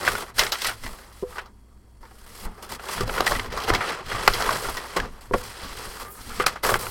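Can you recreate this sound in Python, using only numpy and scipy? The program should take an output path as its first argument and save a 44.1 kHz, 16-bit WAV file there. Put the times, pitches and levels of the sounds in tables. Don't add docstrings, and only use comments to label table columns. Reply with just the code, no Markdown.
import sys
import numpy as np
from scipy import signal
from scipy.io import wavfile

SR = 44100
rng = np.random.default_rng(int(sys.argv[2]) if len(sys.argv) > 2 else 0)


def elevation(decibels):
    levels = np.asarray(decibels, float)
    return 10 ** (levels / 20)


def wav_out(sig):
    wavfile.write(sys.argv[1], SR, np.round(np.clip(np.atleast_2d(sig).T, -1, 1) * 32767).astype(np.int16))


N = 304290

# pitch_hz, density_db
ROOM_TONE = [(88, -34), (150, -4.5), (226, -2.5), (275, -5), (745, -16), (941, -18), (1630, -95),
             (4410, -41), (6140, -21), (13700, -34), (16000, -31.5)]
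ROOM_TONE_DB = -62.5
# pitch_hz, level_db (relative; background() sets the height)
APPLIANCE_TONES = [(59.2, -57), (102.3, -65.5), (215.3, -74), (942.1, -81.5), (2056, -92), (3295, -90),
                   (4468, -84)]

# pitch_hz, density_db
AIR_SPECTRUM = [(7.1, -26.5), (12, 0.5), (25, 2), (70, -10.5), (110, -18.5), (139, -29.5), (173, -14),
                (250, -18.5), (320, -50), (550, -120)]
# start_s, air_db, desk_thrum_db
PUFFS = [(0.0, -30, -41), (.09, -25.5, -38.5), (.38, -30.5, -41.5), (.68, -38, -42.5), (.85, -31, -50),
         (1.29, -37.5, -55), (2.3, -43, -54), (2.46, -29, -47), (2.73, -36, -46.5), (3.02, -21, -29),
         (3.21, -37, -39.5), (3.32, -24.5, -33), (3.5, -23.5, -41), (3.71, -23, -29), (4.07, -32, -45),
         (4.15, -28.5, -34), (4.3, -27.5, -33.5), (4.4, -31, -36), (4.48, -30, -34.5), (4.67, -29, -40),
         (5.01, -25, -39), (5.34, -26.5, -32.5), (5.5, -43, -51), (5.648, -34, -49), (5.78, -39, -50),
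         (5.88, -36.5, -54), (6.03, -38, -47.5), (6.19, -37.5, -56), (6.28, -33, -46), (6.4, -27, -35.5),
         (6.65, -31.5, -43), (6.73, -26.5, -30.5), (6.9, -36, -36)]
PUFF_RISE_DB_PER_S, PUFF_FALL_DB_PER_S, STILL_AIR_DB = 331.5, 131.5, -49.5
DESK_HZ, DESK_WIDTH_HZ, STILL_DESK_DB = 105.7, 33, -62.5

# start_s, strike_db, contact_s
BOX_SLAPS = [(1.225, -27, 0.0012), (1.23, -24, 0.001), (1.236, -28.5, 0.0005), (3.008, -19, 0.0022),
             (4.965, -32, 0.00046), (5.311, -24, 0.00024), (5.337, -23, 0.00037), (6.399, -21.5, 0.00067)]
# pitch_hz, level_db, t60_s
BOX_MODES = [(264, -26.5, 0.13), (411, -4.5, 0.072), (496.5, -7, 0.19), (699, -13, 0.0337),
             (953, -10.5, 0.051)]
# time_s, pitch_hz, level_db (relative; squeak() sets the height)
SQUEAK = [(6.02, 1232, -47), (6.058, 1177, -42), (6.08, 1178, -38), (6.095, 1220, -44), (6.125, 1250, -53)]

# start_s, panel_db (rms under the envelope), panel_ring_hz, crack_db (against
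# the panel), dying_s (panel falls 60 dB)
SNAPS = [(0.028, -27.5, 1140, -1.5, .064), (0.065, -20.5, 1950, -20, 0.096), (.076, -10, 1470, -13, 0.063),
         (.151, -19.5, 1460, -10.5, .041), (.281, -38.5, 1140, -11, .055), (.381, -24, 1460, 1, 0.075),
         (.392, -13.5, 2100, 6, 0.099), (.409, -19, 1430, -19, 0.15), (0.434, -19.5, 1660, 2.5, 0.035),
         (.464, -22, 2140, -0.5, 0.04), (0.519, -21.5, 1350, 8.5, 0.13), (.553, -23, 1950, -10, .019),
         (.617, -24.5, 2060, 6.5, 0.044), (0.644, -21.5, 1950, 0, 0.14), (0.656, -24.5, 1310, -13, .021),
         (.684, -23.5, 1380, -21, 0.13), (.835, -33, 2000, -17.5, .09), (.862, -29.5, 1920, -22, 0.068),
         (1.324, -41.5, 1250, -15.5, 0.13), (1.356, -32, 1170, -15.5, .022),
         (1.368, -35.5, 900, -20.5, .08), (1.381, -24.5, 1490, -21.5, 0.063),
         (1.389, -30, 1700, -29, 0.058), (1.457, -48.5, 1290, 3, .11), (2.028, -42, 910, -10, .13),
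         (2.051, -43.5, 980, -4, 0.075), (2.11, -45, 760, -10, .06), (2.45, -35, 830, -22, 0.21),
         (2.578, -41.5, 770, -17, 0.2), (2.72, -35, 550, 0, 0.047), (2.794, -32, 1420, -28, 0.036),
         (2.926, -29.5, 1050, -10, .068), (2.978, -25, 1470, -17, .015), (3.006, -22.5, 1160, 0.5, 0.068),
         (3.076, -26.5, 517, -2, .036), (3.094, -21.5, 1350, -30, 0.035), (3.179, -18.5, 1490, -21, .03),
         (3.205, -10, 730, -1.5, 0.0185), (3.243, -42.5, 1260, 13.5, .064), (3.265, -12, 1800, -5, 0.04),
         (3.275, -10, 1900, -6.5, 0.0126), (3.308, -21, 548, -4, .092), (3.318, -16, 896, -4.5, .05),
         (3.349, -22, 1960, -33, 0.062), (3.364, -28, 1900, -23, 0.034), (3.394, -19.5, 2050, -23, 0.029),
         (3.457, -32.5, 1030, -1.5, .069), (3.524, -29.5, 550, -1, .093), (3.6, -33.5, 1200, 6.5, .04),
         (3.572, -24, 1140, -3, 0.12), (3.635, -32.5, 510, 7, 0.089), (3.677, -25, 760, -7.5, 0.67),
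         (3.7, -10, 930, -18.5, 0.023), (3.747, -17, 2180, -1.5, 0.078), (3.806, -21.5, 1280, -31, 0.17),
         (4.059, -42, 1210, 6, .2), (4.113, -24, 1420, -35, 0.062), (4.147, -25, 1110, -11.5, 0.15),
         (4.277, 0.5, 1310, -3.5, 0.03), (4.334, -30, 2120, 11, 0.12), (4.404, -21.5, 1300, -5, 0.13),
         (4.421, -18.5, 970, 0.5, 0.035), (4.49, -10.5, 1080, -29.5, 0.019),
         (4.505, -20.5, 1320, -5, 0.062), (4.556, -23, 1020, -1.5, 0.025), (4.643, -30, 1400, -8, 0.24),
         (4.685, -24.5, 970, -5.5, 0.1), (4.768, -25.5, 1870, 0.2, 0.094), (4.96, -24.5, 580, -21, .09),
         (4.967, -19, 1060, -7.5, .07), (4.999, -18, 1670, -9.5, 0.03), (5.335, -11.5, 540, -38, 0.062),
         (5.338, -23, 1380, -11, .05), (5.628, -40, 1130, 4, 0.65), (6.173, -43.5, 1240, -8, .15),
         (6.302, -36.5, 1360, -19, .2), (6.398, -17.5, 1240, -34, 0.13), (6.438, -21, 1100, -22, .029),
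         (6.463, -11, 1276, 2.5, .036), (6.477, -26.5, 1170, -3, .14), (6.556, -28.5, 1220, -12, 0.095),
         (6.634, -23, 914, -15, 0.16), (6.647, -16, 1240, -21.5, 0.043), (6.691, -12.5, 1130, -18.5, 0.032),
         (6.715, -18, 560, -8.5, 0.073), (6.739, -11.5, 1570, -11, 0.034), (6.754, -16, 1040, -35, 0.023),
         (6.866, -24.5, 1320, -17, .022)]
LONGEST_SWELL_S = 0.0022
SUDDEN_DB = -8

# start_s, length_s, hiss_start_db, hiss_end_db (6.5 to 15.5 kHz), flex_db
STROKES = [(0.0, 0.096, -40.5, -32.5, -31.5), (0.081, 0.15, -35, -40.5, -33),
           (0.244, 0.06, -50.5, -50.5, -44.5), (0.343, .033, -54.5, -37.5, -44.5),
           (0.384, .12, -25, -43, -32.5), (0.518, 0.1, -39, -42, -43.5), (.605, 0.047, -38.5, -30, -40.5),
           (0.667, .09, -28.5, -50, -40.5), (0.756, .075, -54, -48.5, -55), (0.829, .3, -43, -58.5, -46),
           (1.125, .105, -53, -52, -53.5), (1.235, 0.13, -59.5, -46, -49), (1.356, 0.12, -48.5, -72, -45),
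           (2.009, 0.243, -62, -54.5, -55), (2.264, 0.19, -52, -41, -47), (2.47, 0.18, -63, -55, -49.5),
           (2.627, .065, -39.5, -60, -43), (2.691, 0.063, -46.5, -39.5, -42.5), (2.79, .15, -56, -32, -37),
           (2.947, 0.089, -36.5, -44.5, -34), (3.058, .096, -50, -37, -34.5), (3.146, 0.12, -43, -45, -32),
           (3.263, 0.22, -30.5, -51.5, -34), (3.503, 0.146, -51.5, -43, -35),
           (3.641, 0.055, -57, -30.5, -33), (3.738, .04, -34, -51.5, -28.5),
           (3.772, 0.133, -48, -41.5, -33), (3.916, .1, -45, -57.5, -35.5), (4.024, .055, -60, -48, -43),
           (4.083, .185, -42.5, -40.5, -33), (4.274, .286, -38, -36.5, -30),
           (4.555, .24, -35.5, -42.5, -34.5), (4.8, 0.158, -45.5, -47.5, -37.5),
           (4.966, 0.028, -31.5, -48, -25.5), (4.992, 0.063, -50.5, -53, -34),
           (5.058, 0.138, -59, -58, -48.5), (5.211, 0.14, -47.5, -66.5, -50.5),
           (5.323, 0.089, -49.5, -40.5, -41.5), (5.432, .09, -42, -45, -40.5), (5.519, .511, -49, -42, -42),
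           (6.037, 0.072, -48, -49, -44.5), (6.104, .226, -45, -45, -47.5), (6.326, 0.1, -43.5, -39, -41),
           (6.467, 0.031, -25.5, -43.5, -31), (6.495, 0.14, -43.5, -72, -44.5),
           (6.634, .13, -28, -33.5, -28), (6.791, 0.12, -34.5, -39, -34.5)]
GRIP_S = 0.006
HISS_STOP_DB_PER_S, FLEX_STOP_DB_PER_S = 900.5, 251.5
FLEX_FOLLOWS = 0.57
REST_HISS_DB, REST_FLEX_DB = -72, -65
CRACKLES_PER_S, CRACKLE_DB = 120, 6.5
# pitch_hz, density_db
FLEX_SPECTRUM = [(88, -34.5), (150, -0.5), (320, -5), (442, 4.5), (611, 1), (1020, 3.5), (2040, -4.5),
                 (2450, -9.5), (3240, -9.5), (6000, -13.5), (7800, -49), (13200, -120)]
# pitch_hz, density_db
SLIDE_SPECTRUM = [(880, -47), (1500, -7.5), (2250, -6), (3310, -4.5), (3620, -2.5), (4920, 1.5),
                  (6960, -2.5), (11800, -5.5), (15100, -10), (16000, -19)]
# time_s, tilt_db_per_octave
BRIGHTNESS = [(0.0, -2.3), (.44, -2.5), (.6, -4.5), (.9, -1.5), (2.27, -1), (2.42, 0), (3.03, -4),
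              (3.15, -1.2), (3.92, -8.5), (4.64, -2), (4.96, -5), (5.3, -0.5), (5.61, -5.5), (6.05, -1.5),
              (6.1, 15), (6.2, -0.2), (6.6, -8), (6.66, 1)]

ROOM_T60_S, ROOM_DB, WALL_CUT_HZ = 0.048, -4, 2800
# pitch_hz, width_hz, lift_db
HOUSING = [(383, 110, 5), (1208, 355, 4), (1950, 250, 2.5), (3320, 750, 2), (3665, 250, -13),
           (4500, 1400, -1.5), (6260, 2000, -5), (8530, 830, 3.5), (11240, 760, 3.5)]


def rms_one(x):
    return x / np.sqrt(np.mean(x ** 2) + 1e-20)


def drift(rate_hz):
    r = np.exp(-40 * np.pi * rate_hz / SR)
    noise = rng.standard_normal(N // 20 + 2002)
    slow = signal.lfilter([1], [1, -2 * r, r * r], noise)[2000:]
    return np.interp(np.arange(N) / 20, np.arange(len(slow)), rms_one(slow))


def resonance(x, hz, width_hz):
    r = np.exp(-np.pi * width_hz / SR)
    poles = [1, -2 * r * np.cos(2 * np.pi * hz / SR), r * r]
    return signal.lfilter(np.array([1, 0, -1]) * (1 - r * r) / 2, poles, x)


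def band(x, low_hz, high_hz):
    return signal.sosfilt(signal.butter(2, [low_hz, high_hz], "band", fs=SR, output="sos"), x)


def in_time(rows):
    s, *columns = np.transpose(rows)
    return [np.interp(np.arange(N) / SR, s, c) for c in columns]


def grains(size, spread_db):
    size_db = spread_db * np.minimum(rng.exponential(1, size), 6)
    return elevation(size_db) * rng.choice([-1, 1], size)


def coloured(source, spectrum, patchy_db, rate_hz, tilt_db=0):
    hz, level_db = np.transpose(spectrum)
    edges = np.geomspace(hz[0], hz[-1], int(3 * np.log2(hz[-1] / hz[0])) + 2)
    out, together = 0, drift(rate_hz)
    for k, (low, high) in enumerate(zip(edges, edges[1:])):
        centre = np.sqrt(low * high)
        band_db = np.interp(np.log(centre), np.log(hz), level_db)
        band_db = band_db + tilt_db * np.log2(centre / 9500)
        flicker_db = patchy_db * (0.76 * together + drift(rate_hz))
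        out = out + elevation(band_db + flicker_db) * band(source[k % 2], low, high)
    return rms_one(out)


def peaked(start_s, end_s, start_db, end_db, rise_db_per_s, fall_db_per_s, rest_db):
    t = np.arange(0, N / SR + .002, .001)[:, None]
    along = np.clip((t - start_s) / np.maximum(end_s - start_s, 1e-4), 0, 1)
    db = start_db + (end_db - start_db) * along
    db = db - rise_db_per_s * np.maximum(start_s - t, 0)
    db = db - fall_db_per_s * np.maximum(t - end_s, 0)
    return np.interp(np.arange(N) / SR, t[:, 0], np.maximum(db.max(axis=1), rest_db))


def background():
    t = np.arange(N) / SR
    tones = 0
    for hz, db in APPLIANCE_TONES:
        waver = elevation(db + 9.5 + 0.71 * drift(4.0))
        tones = tones + waver * np.sin(2 * np.pi * (hz * t + rng.random()))
    noise = coloured(rng.standard_normal((2, N)), ROOM_TONE, patchy_db=1.5, rate_hz=12.0)
    return elevation(ROOM_TONE_DB) * noise + tones


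def room(x):
    out, dull = np.zeros(N), np.exp(-2 * np.pi * WALL_CUT_HZ / SR)
    lags = (rng.uniform(0.0067, .03, 8) * SR).astype(int)
    for k, lag in enumerate(lags):
        loop, gain, state = x.copy(), elevation(-60 * lag / SR / ROOM_T60_S), [0.]
        for i in range(lag, N, lag):
            back, state = signal.lfilter([gain * (1 - dull)], [1, -dull], loop[i - lag:i], zi=state)
            loop[i:i + lag] += back[:N - i]
        out += (loop - x) * (-1) ** k
    return out / np.sqrt(8)


def pushed_air():
    s, air_db, thrum_db = np.transpose(PUFFS)
    air_db = peaked(s, s, air_db, air_db, PUFF_RISE_DB_PER_S, PUFF_FALL_DB_PER_S, STILL_AIR_DB)
    thrum_db = peaked(s, s, thrum_db, thrum_db, PUFF_RISE_DB_PER_S, PUFF_FALL_DB_PER_S, STILL_DESK_DB)
    air = coloured(rng.standard_normal((2, N)), AIR_SPECTRUM, patchy_db=2.5, rate_hz=5.0)
    thrum = resonance(rng.standard_normal(N), DESK_HZ, DESK_WIDTH_HZ)
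    thrum = resonance(thrum, DESK_HZ, DESK_WIDTH_HZ)
    return elevation(air_db) * air + elevation(thrum_db) * rms_one(thrum)


def box_slaps():
    force, out = np.zeros(N), 0
    for s, db, contact_s in BOX_SLAPS:
        bump = np.hanning(int(contact_s * SR) + 3)
        force[round(s * SR):][:len(bump)] = elevation(db) * 2 * bump / bump.sum()
    for hz, db, t60_s in BOX_MODES:
        r, w = elevation(-60 / (t60_s * SR)), 2 * np.pi * hz / SR
        mode = signal.lfilter([0, np.sin(w)], [1, -2 * r * np.cos(w), r * r], force + 1e-18)
        out = out + elevation(db) * mode
    return out


def squeak():
    hz, db = in_time(SQUEAK)
    t = np.arange(N) / SR
    fade = np.clip(np.minimum(t - SQUEAK[0][0], SQUEAK[-1][0] - t) / 0.012, 0, 1)
    rough = elevation(db + 1.5 + 3.7 * drift(40))
    return fade * rough * np.sin(2 * np.pi * np.cumsum(hz) / SR)


def snaps():
    out, t = np.zeros(N + SR), np.arange(SR // 4) / SR
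    for s, panel_db, hz, crack_db, dying_s in SNAPS:
        swell_s = LONGEST_SWELL_S / (1 + elevation(2.6 * (panel_db + crack_db - SUDDEN_DB)))
        rise = np.minimum(t / max(swell_s, .0002), 1)
        after = np.maximum(t - swell_s, 0) / max(dying_s, .005)
        slow, fast = rise * elevation(-60 * after), rise ** 2 * elevation(-95 * after)
        cluster = grains(len(t), 2.64)
        cluster[int(swell_s * SR)] = elevation(17.5) * np.exp(-swell_s / 0.002)
        body = resonance(cluster * slow, hz, 0.068 * hz)
        body = body + 0.36 * band(cluster * slow, 0.34 * hz, 1.79 * hz)
        crack = band(cluster * fast, 2600, 5600)
        sizzle = band(cluster * fast, 7000, 14500)
        levels = elevation(panel_db + np.array([0.0, crack_db, crack_db - 12.0]))
        at = round(s * SR)
        for part, level, shape in zip((body, crack, sizzle), levels, (slow, fast, fast)):
            match = np.sqrt(np.sum(shape ** 2) / np.sum(part ** 2))
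            out[at:at + len(t)] += level * part * match
    return out[:N]


def handling():
    s, length, start_db, end_db, flex_db = np.transpose(STROKES)
    swing_db, grip = FLEX_FOLLOWS * (end_db - start_db) / 2, 20 / GRIP_S
    hiss_db = peaked(s, s + length, start_db, end_db, grip, HISS_STOP_DB_PER_S, REST_HISS_DB)
    flex_db = peaked(s, s + length, flex_db - swing_db, flex_db + swing_db, grip,
                     FLEX_STOP_DB_PER_S, REST_FLEX_DB)
    return hiss_db, flex_db


def crackling(flex_db):
    rate = CRACKLES_PER_S * elevation(.6 * (flex_db + 34) + 5 * drift(8))
    born = rng.random(N) < rate / SR
    sizes = born * elevation(CRACKLE_DB - 2.5 * rng.random(N))
    r = np.exp(-1 / (0.0025 * SR))
    return 1 + signal.lfilter([1], [1, -r], sizes + 1e-18)


def flexing(flex_db, wrinkles):
    source = grains((2, N), 3.84) * wrinkles ** 0.54
    return elevation(flex_db) * coloured(source, FLEX_SPECTRUM, patchy_db=1.6, rate_hz=21.4)


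def sliding(hiss_db, wrinkles):
    source = grains((2, N), 1.6) * wrinkles ** 0.44
    tilt_db = in_time(BRIGHTNESS)[0]
    hiss = coloured(source, SLIDE_SPECTRUM, patchy_db=1.36, rate_hz=62, tilt_db=tilt_db)
    return elevation(hiss_db) * hiss / np.std(band(hiss, 6500, 15500))


def scene():
    hiss_db, flex_db = handling()
    wrinkles = crackling(flex_db)
    hiss = sliding(hiss_db, wrinkles)
    paper = flexing(flex_db, wrinkles) + snaps() + box_slaps() + squeak()
    reflections = elevation(ROOM_DB) * room(paper + 0.32 * hiss)
    return (paper + hiss + reflections + pushed_air() + background())[None]


def low_pass(x):
    return signal.sosfilt(signal.butter(12, 16750, fs=SR, output="sos"), x)


def record(dry):
    for hz, width_hz, lift_db in HOUSING:
        dry = dry + (elevation(lift_db) - 1) * resonance(dry, hz, width_hz)
    mix = np.clip(elevation(-2.5) * dry, -1, 1)
    return low_pass(mix)


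dry = scene()
out = record(dry)
wav_out(out)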